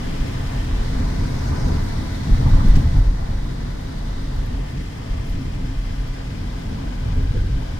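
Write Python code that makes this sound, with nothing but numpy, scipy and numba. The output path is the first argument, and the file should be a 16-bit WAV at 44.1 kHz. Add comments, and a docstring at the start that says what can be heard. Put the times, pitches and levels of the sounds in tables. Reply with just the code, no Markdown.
"""Car cabin on a concrete overpass

From inside the cruising car, on a hand-held two-microphone recorder close to the windscreen.
The rough road shakes the body and booms in the cabin's low modes; the tyres thump over seams.
Tyre roar and wind hiss come through the glass, the trim rattles and squeaks, and the hardest bumps click
with overload. As the hand turns, a near echo on the left and a hollow on the right slide in pitch."""
import sys
import numpy as np
from scipy import signal
from scipy.fft import rfft, irfft, next_fast_len
from scipy.io import wavfile
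from scipy.ndimage import uniform_filter1d
from numba import njit

SR = 44100
rng = np.random.default_rng(int(sys.argv[2]) if len(sys.argv) > 2 else 0)


def output_pcm(signal):
    """Save a mono or channel-first signal as 16-bit PCM at the path in sys.argv[1].

    Samples are clipped to [-1, 1] before scaling.
    """
    pcm = np.clip(np.atleast_2d(signal).T, -1, 1) * 32767
    wavfile.write(sys.argv[1], SR, np.round(pcm).astype(np.int16))


N = 343539

# Balance of the microphone pair: (frequency [Hz], left over right [dB])
MIC_BALANCE = [(150, 0), (270, 1), (450, 0.5), (740, 4.5), (1220, 0.5), (1800, 3.5), (2300, 3), (2800, 2),
               (3400, 3.5), (5500, 4), (7000, -4.5), (9000, -10.5), (12500, -10), (15000, -3)]
# Part of the sound that each microphone has to itself: (frequency [Hz], level against the whole [dB])
MIC_OWN_SHARE = [(30, -33), (70, -25), (130, -20), (200, -6), (270, -9.5), (330, -2.5), (520, -3),
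                 (700, -6.5), (900, -1), (1800, -2), (2500, -3), (3200, -2), (5000, -1), (9000, 0)]
# Standing waves between glass and dashboard at each microphone: (frequency [Hz], width [Hz], weight [dB])
LEFT_STANDING_WAVES = [(433, 59, 2.5), (580, 410, -8), (825, 44, 0.5), (1010, 25, 3.5), (3060, 93, 1.5)]
RIGHT_STANDING_WAVES = [(536, 12, 5.5), (666, 35, 7.5), (1003, 97, -1), (1175, 90, 1), (1486, 24, 6.5),
                        (2860, 70, -9)]
# The hand turns: (time [s], band lifted on the left [Hz], echo strength [0-1], hollow on the right [Hz])
HAND_TURNS = [(0, 2100, 0.06, 1730), (.6, 2180, 0.1, 1770), (1.0, 4560, 0.33, 2100),
              (1.5, 5400, 0.46, 2120), (1.9, 4340, 0.38, 2050), (2.8, 4150, 0.2, 1950),
              (3.1, 5030, 0.3, 1950), (3.4, 3950, 0.22, 1970), (4.3, 3850, 0.32, 1970),
              (4.7, 2190, 0.07, 1820), (6.0, 2150, 0.06, 1760), (6.5, 2400, 0.26, 1660),
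              (7.79, 2420, 0.35, 1550)]
# How the recorder is held: (time [s], pose [0 tipped, 1 facing ahead, 2 or more turned aside])
RECORDER_POSE = [(0, 1.2), (.6, 1.4), (.95, 1.8), (2.9, 2.7), (4.35, 1.75), (4.7, 1.2), (6.0, 0.73),
                 (6.5, 0.05), (7.0, 0.3), (7.79, 0.15)]
# Peaks and dips from glass and hand close to each microphone:
# (frequency [Hz], width [Hz], gain tipped [dB], gain ahead [dB], gain aside [dB])
LEFT_POSE_COLOUR = [(844, 100, 1, 1.5, 1), (980, 120, 0, -4.5, -2), (1200, 150, 4, 5.5, 3),
                    (1450, 210, -2, -7, 2), (1730, 180, -1, -5, -5.5), (2100, 150, 0, 9, 1),
                    (2190, 100, 2, -2, 0), (2416, 81, 4.5, 6.5, 2.5), (2700, 200, -0.5, 3.5, 1),
                    (3150, 200, -1, 3.5, -1.5), (3680, 200, 0.5, -5.5, 0), (4070, 300, -0.5, -2, 1),
                    (4640, 200, 4.5, 2.5, 1), (5720, 400, 3, 4.5, 0), (7400, 500, 3, 6.5, 3)]
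RIGHT_POSE_COLOUR = [(1100, 120, -1.5, 1, 1), (1340, 250, -1.5, -1.5, -3), (2017, 120, 10.5, 7, 8),
                     (1765, 110, -7, 2, 3), (2270, 240, 2, -2, 2.5), (2660, 320, -3.5, -1.5, -2.5),
                     (3130, 250, 0, 2, -2.5), (3680, 200, -10, -4.5, -3), (3870, 200, 7, 1.5, 4.5),
                     (4150, 200, -1, 3, -2), (5200, 350, 5, 4, -3), (5840, 250, 2, -4, 8.5)]

# Tyres heard through the glass: (time [s], roar [dB], low tread whine [dB], high tread whine [dB])
TYRE_LEVELS = [(0, -39, -68, -68), (.8, -38.5, -53, -52), (1.0, -37.5, -47, -55), (1.3, -39, -51, -56),
               (1.6, -35.5, -47, -50), (2.2, -38.5, -52, -61), (2.35, -38.5, -58, -61),
               (2.9, -38, -58, -57), (3.2, -35.5, -65, -72), (3.4, -38.5, -47, -64), (4.3, -37.5, -60, -60),
               (5.2, -38, -70, -73), (6.0, -39, -59, -49), (6.4, -39.5, -58, -54), (6.9, -37.5, -55, -50),
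               (7.4, -39.5, -53, -45.5), (7.79, -36.5, -68, -51)]
# Spectra of tyre roar and wind hiss: (frequency [Hz], relative level [dB])
ROAR_SPECTRUM = [(170, -16.5), (290, -5.5), (306, -3), (363, -8), (422, -8.5), (472, -9), (518, -9.5),
                 (754, -11), (1010, -12), (1400, -22.5), (1820, -18.5), (3080, -120)]
WIND_SPECTRUM = [(760, -30), (1300, 2.5), (1530, 1), (2050, -2), (2250, -2), (2860, -3.5), (3180, -4),
                 (3600, -3), (4760, -6), (5740, -8.5), (6300, -10.5), (9640, -19), (15600, -26.5)]
# Tread blocks singing, low and high: (frequency [Hz], width [Hz], relative level [dB])
LOW_TREAD_BANDS = [(885, 79, -4), (978, 60, 3)]
HIGH_TREAD_BANDS = [(1513, 87, 0.5), (1616, 67, 2.5)]
# Sharp ticks: trim rattles, and overload clicks on the hardest bumps:
# (time [s], peak [dB], decay [s], low edge [Hz], top edge [Hz])
SHARP_TICKS = [(1.302, -45, .004, 8000, 12000), (1.487, -50, .004, 11000, 15400),
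               (1.681, -48, .004, 11500, 15400), (1.733, -44, .004, 8000, 15000),
               (2.344, -50, .005, 11000, 15400), (2.6845, -32, .001, 2800, 15400),
               (2.754, -27, .008, 2800, 7000), (2.757, -40, .008, 7000, 15400),
               (2.821, -43, .003, 5000, 13000), (2.98, -44, .004, 8000, 15400),
               (2.752, -29, .01, 1200, 2800), (3.81, -48, .004, 11500, 15400),
               (4.35, -50, .015, 13500, 15400), (4.456, -46, .006, 12300, 13300),
               (5.264, -43, .006, 8500, 13000), (5.285, -43, .022, 8500, 14500),
               (6.024, -47, .005, 8000, 12000), (6.072, -47, .009, 11500, 15400)]
# The main trim squeaks, near the left microphone: (time [s], pitch [Hz], level [dB], length [s])
TRIM_SQUEAKS = [(1.27, 5770, -56, 0.046), (1.378, 5700, -40.5, 0.026), (1.46, 6200, -47, .035),
                (1.463, 4600, -45, 0.041), (1.486, 5700, -50, .04), (1.548, 5300, -44, 0.055),
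                (1.585, 5250, -44, 0.07), (1.587, 5950, -47, 0.034), (1.62, 6250, -49, 0.066),
                (1.668, 5300, -46, 0.032), (1.685, 5950, -49, 0.037), (1.72, 4700, -43, 0.021),
                (1.753, 5200, -48, .025)]

# Roughness of the road under the wheels: (time [s], body boom [dB], cabin drone [dB], tyre hum [dB])
ROAD_ROUGHNESS = [(0, -25.5, -30, -29.5), (.5, -28, -24.5, -34), (.9, -20, -26, -30),
                  (1.2, -25.5, -28, -30.5), (1.65, -20.5, -22.5, -30.5), (2.2, -27, -30.5, -32),
                  (2.3, -23, -20.5, -29), (2.6, -15, -22, -29.5), (2.85, -20, -20, -29.5),
                  (3.1, -19, -21.5, -31.5), (3.3, -21, -22, -31), (3.9, -25, -29, -32),
                  (4.4, -19.5, -23.5, -31), (4.85, -28, -24.5, -32), (5.3, -25, -24.5, -30.5),
                  (5.9, -21.5, -26, -32), (6.2, -27, -29, -34), (6.9, -24, -25, -28),
                  (7.3, -15, -18, -32.5), (7.79, -22, -26, -33)]
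# Modes of the body on its mounts, of the cabin air, and of tyre cavity and floor:
# (frequency [Hz], width [Hz], relative level [dB])
BODY_MODES = [(19.5, 3.8, 6.5), (27.5, 8.2, 5), (39.4, 6.5, 2), (43.1, 10.3, 4)]
CABIN_MODES = [(79.4, 22.7, -1), (98.3, 8.8, -1.5), (123.5, 14.8, -2.5), (136, 17.8, -5)]
TYRE_FLOOR_MODES = [(167.8, 32.5, -0.5), (209, 61, -5.5), (244.3, 60, -5.5), (267.5, 20.8, -2)]
# The upper body modes against the lower ones: (time [s], gain [dB])
UPPER_BODY_GAIN = [(0, 2), (.9, 3.5), (1.7, 1.5), (2.3, 0.5), (2.5, -6), (2.8, -1.5), (3.1, 3.5),
                   (4.4, 1.5), (5.1, 3), (5.4, 3), (5.9, 6), (6.4, 4.5), (7.0, 2), (7.79, 0)]
# The body heaves on its springs: (time of the crest [s], boom [dB])
BODY_HEAVES = [(.21, -18), (.77, -18), (1.0, -31), (1.72, -21), (2.33, -8.5), (2.44, -22), (2.544, -2),
               (2.62, -15), (2.69, -2.5), (2.75, -5), (2.99, -1), (3.07, -4.5), (3.5, -27), (4.41, -17),
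               (5.12, -17), (5.2, -21), (5.28, -20), (5.33, -11.5), (5.8, -16), (5.9, -28), (7.17, -12),
               (7.3, -26), (7.4, -15), (7.54, -10), (7.62, -18)]
# Wheels over seams, mostly front then rear: (time [s], knock strength [dB], left over right [dB],
# knock centre [Hz], cabin drone strength [dB], tyre hum strength [dB])
ROAD_SEAMS = [(1.0, -39, -8, 900, -20, -25), (1.18, -41, -13, 660, -23, -37),
              (1.51, -34.5, -11, 990, -20.5, -24), (1.681, -31, -3, 680, -23, -50),
              (2.268, -45, 0, 600, -19.5, -34), (2.295, -35, 0, 700, -14, -28),
              (2.387, -42, 0, 500, -32, -41), (2.455, -27, 0, 840, -13, -24.5),
              (2.531, -30, -1, 1000, -17.5, -41), (2.56, -29, -11, 700, -37, -45),
              (2.591, -26, -1, 1080, -34, -36), (2.645, -43, -6, 1780, -26, -22),
              (2.769, -32, 5, 800, -14.5, -20), (2.849, -33, 9, 700, -14.5, -48),
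              (2.95, -28, 0, 705, -8.5, -26), (7.06, -38, 5, 400, -23, -33), (7.155, -26, 3, 403, -27, -34),
              (7.184, -32, -1, 407, -23, -26), (7.24, -32, -3, 450, -19, -33),
              (7.343, -23.5, 2.5, 426, -18, -21.5), (7.57, -46, 0, 400, -37, -25)]
# Dashboard panel resonances: (frequency [Hz], width [Hz])
DASHBOARD_PANELS = [(400, 150), (670, 10), (860, 65), (1010, 30), (1170, 90), (1480, 60), (1980, 58)]

RIGHT_LAG_S = 0.00059   # roar and wind reach the right microphone later
FFT_SIZE = next_fast_len(N)
FREQS = np.maximum(np.fft.rfftfreq(FFT_SIZE, 1 / SR), 1)


def from_db(db):
    """Gain of a level in dB."""
    return 10 ** (np.asarray(db) / 20)


def unit_rms(x):
    """The signal scaled to rms 1."""
    return x / np.sqrt(np.mean(x ** 2) + 1e-20)


def filtered(x, kind, hz, order=2):
    """The signal through a Butterworth filter."""
    return signal.sosfilt(signal.butter(order, hz, kind, fs=SR, output="sos"), x)


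def curves(table):
    """One curve for each column after the time, sample by sample."""
    times, *columns = np.transpose(table)
    return [np.interp(np.arange(N) / SR, times, column) for column in columns]


def spectrum_db(table):
    """Levels at FREQS, joined along a log frequency axis."""
    hz, db = np.transpose(table)
    return np.interp(np.log(FREQS), np.log(hz), db)


def modes(table):
    """Magnitude of resonances driven by unrelated forces; steep skirts leave valleys between them."""
    powers = (from_db(db) ** 2 / (1 + (2 * (FREQS - hz) / width) ** 2) ** 1.505
              for hz, width, db in table)
    return np.sqrt(sum(powers))


def drift(rate_hz):
    """A slow random wander of rms about 1."""
    hop, settle = 40, 2000
    pole = np.exp(-2 * np.pi * rate_hz * hop / SR)
    noise = rng.standard_normal(N // hop + settle + 2)
    slow = signal.lfilter([1], [1, -2 * pole, pole * pole], noise)[settle:]
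    return np.interp(np.arange(N) / hop, np.arange(len(slow)), unit_rms(slow))


@njit
def moving_peak(x, hz, width_hz):
    """A resonance whose centre moves; gain 1 on top."""
    out, r = np.zeros(len(x)), np.exp(-np.pi * width_hz / SR)
    for i in range(2, len(x)):
        drive = (1 - r * r) / 2 * (x[i] - x[i - 2])
        out[i] = drive + 2 * r * np.cos(2 * np.pi * hz[i] / SR) * out[i - 1] - r * r * out[i - 2]
    return out


def noise_at_mics(colour, lag_s=0):
    """Coloured cabin noise at the pair: a shared part plus each microphone's own; mid rms 1."""
    shared, own_left, own_right = rfft(rng.standard_normal((3, FFT_SIZE)))
    own = from_db(np.minimum(spectrum_db(MIC_OWN_SHARE), 0))
    shared = shared * np.sqrt(1 - own ** 2)
    delay = np.exp(-2j * np.pi * FREQS * lag_s)
    tilt = from_db(spectrum_db(MIC_BALANCE) / 2)
    left = (shared + own * own_left) * tilt * np.hypot(1, modes(LEFT_STANDING_WAVES))
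    right = (shared * delay + own * own_right) / tilt * np.hypot(1, modes(RIGHT_STANDING_WAVES))
    pair = irfft(colour * np.array([left, right]), FFT_SIZE)[:, :N]
    return pair / np.sqrt(np.mean(pair.mean(0) ** 2))


def bursts(events, rise_s):
    """Short noise bursts, each in its band, with a separate grain at each microphone."""
    out, t = np.zeros((2, N)), np.arange(SR // 5) / SR
    for start_s, db, pan_db, fall_s, low_hz, high_hz in events:
        envelope = (1 - np.exp(-t / min(rise_s, fall_s))) * np.exp(-t / fall_s)
        burst = filtered(rng.standard_normal((2, len(t))) * envelope, "band", [low_hz, high_hz])
        gains = from_db([[db + pan_db / 2], [db - pan_db / 2]])
        out[:, round(start_s * SR):][:, :len(t)] += burst / abs(burst).max() * gains
    return out


def swells(times, levels_db, rise_s, fall_s):
    """Power of bell-shaped swells that crest at the given times."""
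    reach = SR // 5
    t, power = np.arange(-reach, reach) / SR, np.zeros(N + SR)
    bell = np.exp(-(t / np.where(t < 0, rise_s, fall_s)) ** 2)
    for crest_s, db in zip(times, levels_db):
        power[round(crest_s * SR):][:len(t)] += from_db(db) ** 2 * bell
    return power[reach:][:N]


def faint_whine(hz=14357):
    """A thin tone far in the background, to the left, wavering slightly."""
    tone = np.sin(2 * np.pi * np.cumsum(hz + 3 * drift(5)) / SR)
    return tone * from_db([[-81], [-93]])


def trim_squeaks(faint_from_s=1.2, faint_to_s=1.78):
    """Plastic rubs near the left microphone: narrow noise swells and fades, with faint rubs at random."""
    out = np.zeros(N)
    faint = [(rng.uniform(faint_from_s, faint_to_s), rng.uniform(5100, 6500), -56, 0.044)
             for _ in range(16)]
    for start_s, hz, db, length_s in TRIM_SQUEAKS + faint:
        size = round(length_s * SR)
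        friction = rng.standard_normal(SR // 10)[:size]
        rub = moving_peak(friction, np.full(size, float(hz)), width_hz=300.0)
        out[round(start_s * SR):][:size] += from_db(db) * unit_rms(rub) * np.hanning(size)
    return out * from_db([[0], [-6]])


def sharp_ticks():
    """Rattles of the trim and overload clicks, leaning left or right as the pair hears their low edge."""
    balance_hz, balance_db = np.transpose(MIC_BALANCE)
    ticks = [(start_s, db, np.interp(low_hz, balance_hz, balance_db), fall_s, low_hz, top_hz)
             for start_s, db, fall_s, low_hz, top_hz in SHARP_TICKS]
    return bursts(ticks, rise_s=0.0072)


def wind_hiss(level_db=-43, flicker_db=0.75):
    """An even wind on the glass, fluttering a little; its treble flickers on its own."""
    gain = from_db(level_db + 0.55 * drift(32))
    hiss = gain * noise_at_mics(from_db(spectrum_db(WIND_SPECTRUM)), RIGHT_LAG_S)
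    return hiss + (from_db(flicker_db * drift(7.5)) - 1) * filtered(hiss, "high", 7000)


def tyre_roar(level_db, patches, throb_db=2.5):
    """Tyres roar on the road; the low part throbs unevenly and swells on rough patches."""
    gain = from_db(level_db + 0.88 * drift(2.9))
    roar = gain * noise_at_mics(from_db(spectrum_db(ROAR_SPECTRUM)), RIGHT_LAG_S)
    throb = from_db(throb_db * drift(3.0) + 1.4 * patches)
    return roar + (throb - 1) * filtered(roar, "low", 533)


def near_echo(x, hz, strength):
    """A surface close to the microphone lifts two bands and cancels a lower one."""
    lifted = 1.27 * moving_peak(x, hz, width_hz=1400.0) + moving_peak(x, 1.27 * hz, width_hz=370.0)
    cancelled = moving_peak(x, 0.64 * hz, width_hz=1200.0)
    return x + strength * (lifted - cancelled)


def hollow(x, hz):
    """A hollow at the microphone rings on its pitch and an octave up."""
    return x + 0.57 * moving_peak(x, hz, width_hz=220.0) + 0.22 * moving_peak(x, 2 * hz, width_hz=420.0)


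def sheen(echo_hz, fade_db_per_khz=11):
    """A narrow hiss in the centre that fades as the echo's lifted band climbs."""
    band = unit_rms(filtered(rng.standard_normal(N), "band", [3055, 3725]))
    climb_khz = (echo_hz - echo_hz.min()) / 1000
    return from_db(-58 - fade_db_per_khz * climb_khz) * band


def hand_held(pair):
    """Glass and hand close by colour each microphone; the colours blend from pose to pose."""
    pose = np.clip(curves(RECORDER_POSE)[0], 0, 2)
    out = np.zeros_like(pair)
    for mic, table in enumerate((LEFT_POSE_COLOUR, RIGHT_POSE_COLOUR)):
        spectrum = rfft(pair[mic], FFT_SIZE)
        for k in range(3):
            colour_db = sum(db[k] / (1 + (2 * (FREQS - hz) / width) ** 2) for hz, width, *db in table)
            weight = np.clip(1 - abs(pose - k), 0, 1)
            out[mic] += weight * irfft(spectrum * from_db(colour_db), FFT_SIZE)[:N]
    return out


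def rush_through_glass(patches):
    """Tyre roar, wind and singing tread blocks, as the turning recorder picks them up."""
    roar_db, low_tread_db, high_tread_db = curves(TYRE_LEVELS)
    echo_hz, echo_strength, hollow_hz = curves(HAND_TURNS)
    left, right = tyre_roar(roar_db, patches) + wind_hiss()
    rush = np.array([near_echo(left, echo_hz, echo_strength), hollow(right, hollow_hz)]) + sheen(echo_hz)
    low_tread = from_db(low_tread_db) * noise_at_mics(modes(LOW_TREAD_BANDS))
    high_tread = from_db(high_tread_db) * noise_at_mics(modes(HIGH_TREAD_BANDS))
    return hand_held(rush + low_tread + high_tread)


def seam_knocks(band_octaves=0.67, fall_s=0.026):
    """The tyre's knock at each seam sets the dashboard panels ringing."""
    half_band = 2 ** (band_octaves / 2)
    hits = [(start_s, db, pan_db, fall_s, hz / half_band, hz * half_band)
            for start_s, db, pan_db, hz, *_ in ROAD_SEAMS]
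    knocks = bursts(hits, rise_s=0.005) + 1e-18
    ringing = sum(signal.lfilter(*signal.iirpeak(hz, hz / width, SR), knocks)
                  for hz, width in DASHBOARD_PANELS)
    return 0.28 * knocks + 1.67 * ringing


def shaken_modes(table, road_db, jolt_power, span_s, steady_share=0.41):
    """Modes driven at random; the rumble is partly steadied so its loudness follows road and jolts."""
    rumble = noise_at_mics(modes(table))
    span = round(span_s * SR)
    chance_power = uniform_filter1d(uniform_filter1d(rumble.mean(0) ** 2, span), span)
    steadied = rumble / np.sqrt(chance_power + 0.035)
    road_power = from_db(road_db) ** 2
    power = road_power + jolt_power
    blend = (jolt_power + steady_share * road_power) / power
    return np.sqrt(power) * ((1 - blend) * rumble + blend * steadied)


def struck_modes(table, times, levels_db, boost_db=2.5, spread_db=2):
    """Each soft blow sets every mode ringing with a strength and sign of its own."""
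    out, draws = np.zeros(N), rng.standard_normal((len(times), len(table), 2))
    for k, (hz, width, mode_db) in enumerate(table):
        polarity, scatter = draws[:, k].T
        blow_db = levels_db + mode_db + boost_db + spread_db * scatter
        blows = np.full(N, 1e-18)
        blows[(times * SR).astype(int)] = np.sign(polarity) * from_db(blow_db)
        r, angle = np.exp(-np.pi * width / SR), 2 * np.pi * hz / SR
        out += signal.lfilter([0, np.sin(angle)], [1, -2 * r * np.cos(angle), r * r], blows)
    return filtered(out, "low", 320)


def body_boom():
    """The body shakes on its mounts and heaves on its springs, nearly alike at both microphones."""
    boom_db, _, _ = curves(ROAD_ROUGHNESS)
    upper_db, = curves(UPPER_BODY_GAIN)
    heaves = swells(*np.transpose(BODY_HEAVES), rise_s=0.016, fall_s=0.017)
    boom = shaken_modes(BODY_MODES, boom_db, heaves, span_s=0.11)
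    return boom + (from_db(upper_db) - 1) * filtered(boom, "band", [35.6, 62.3], order=1)


def cabin_rumble(patches, shake_late_s=0.0062, shake_db=-3):
    """The road drones in the cabin air and hums in tyres and floor; seams strike, then shake them."""
    _, drone_db, hum_db = curves(ROAD_ROUGHNESS)
    seam_s, *_, cabin_db, floor_db = np.transpose(ROAD_SEAMS)
    cabin_jolts = swells(seam_s + shake_late_s, cabin_db + shake_db, rise_s=0.015, fall_s=0.031)
    floor_jolts = swells(seam_s + shake_late_s, floor_db + shake_db, rise_s=0.015, fall_s=0.031)
    drone = shaken_modes(CABIN_MODES, drone_db + 1.33 * patches, cabin_jolts, span_s=0.039)
    hum = shaken_modes(TYRE_FLOOR_MODES, hum_db + 1.5 * patches, floor_jolts, span_s=0.015)
    cabin_thumps = struck_modes(CABIN_MODES, seam_s, cabin_db)
    floor_thumps = struck_modes(TYRE_FLOOR_MODES, seam_s, floor_db)
    return drone + hum + cabin_thumps + floor_thumps


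def scene():
    """All the sound at the two microphones behind the windscreen."""
    patches = drift(rate_hz=4.2)   # patchy road surface swells drone, hum and roar together
    road = body_boom() + cabin_rumble(patches) + rush_through_glass(patches) + seam_knocks()
    return road + sharp_ticks() + trim_squeaks() + faint_whine()


def record(dry, sink_db=-4.5, cutoff_hz=15700):
    """The level sinks and stays down, the lowest air is cut, the loudest bumps clip, the top is cut."""
    gain = from_db(np.interp(np.arange(N) / SR, [2.79, 3.105], [0, sink_db]))
    clipped = np.clip(filtered(dry * gain, "high", 13), -0.99, 0.99)
    return signal.sosfilt(signal.ellip(16, 0.2, 80, cutoff_hz, fs=SR, output="sos"), clipped)


dry = scene()
out = record(dry)
output_pcm(out)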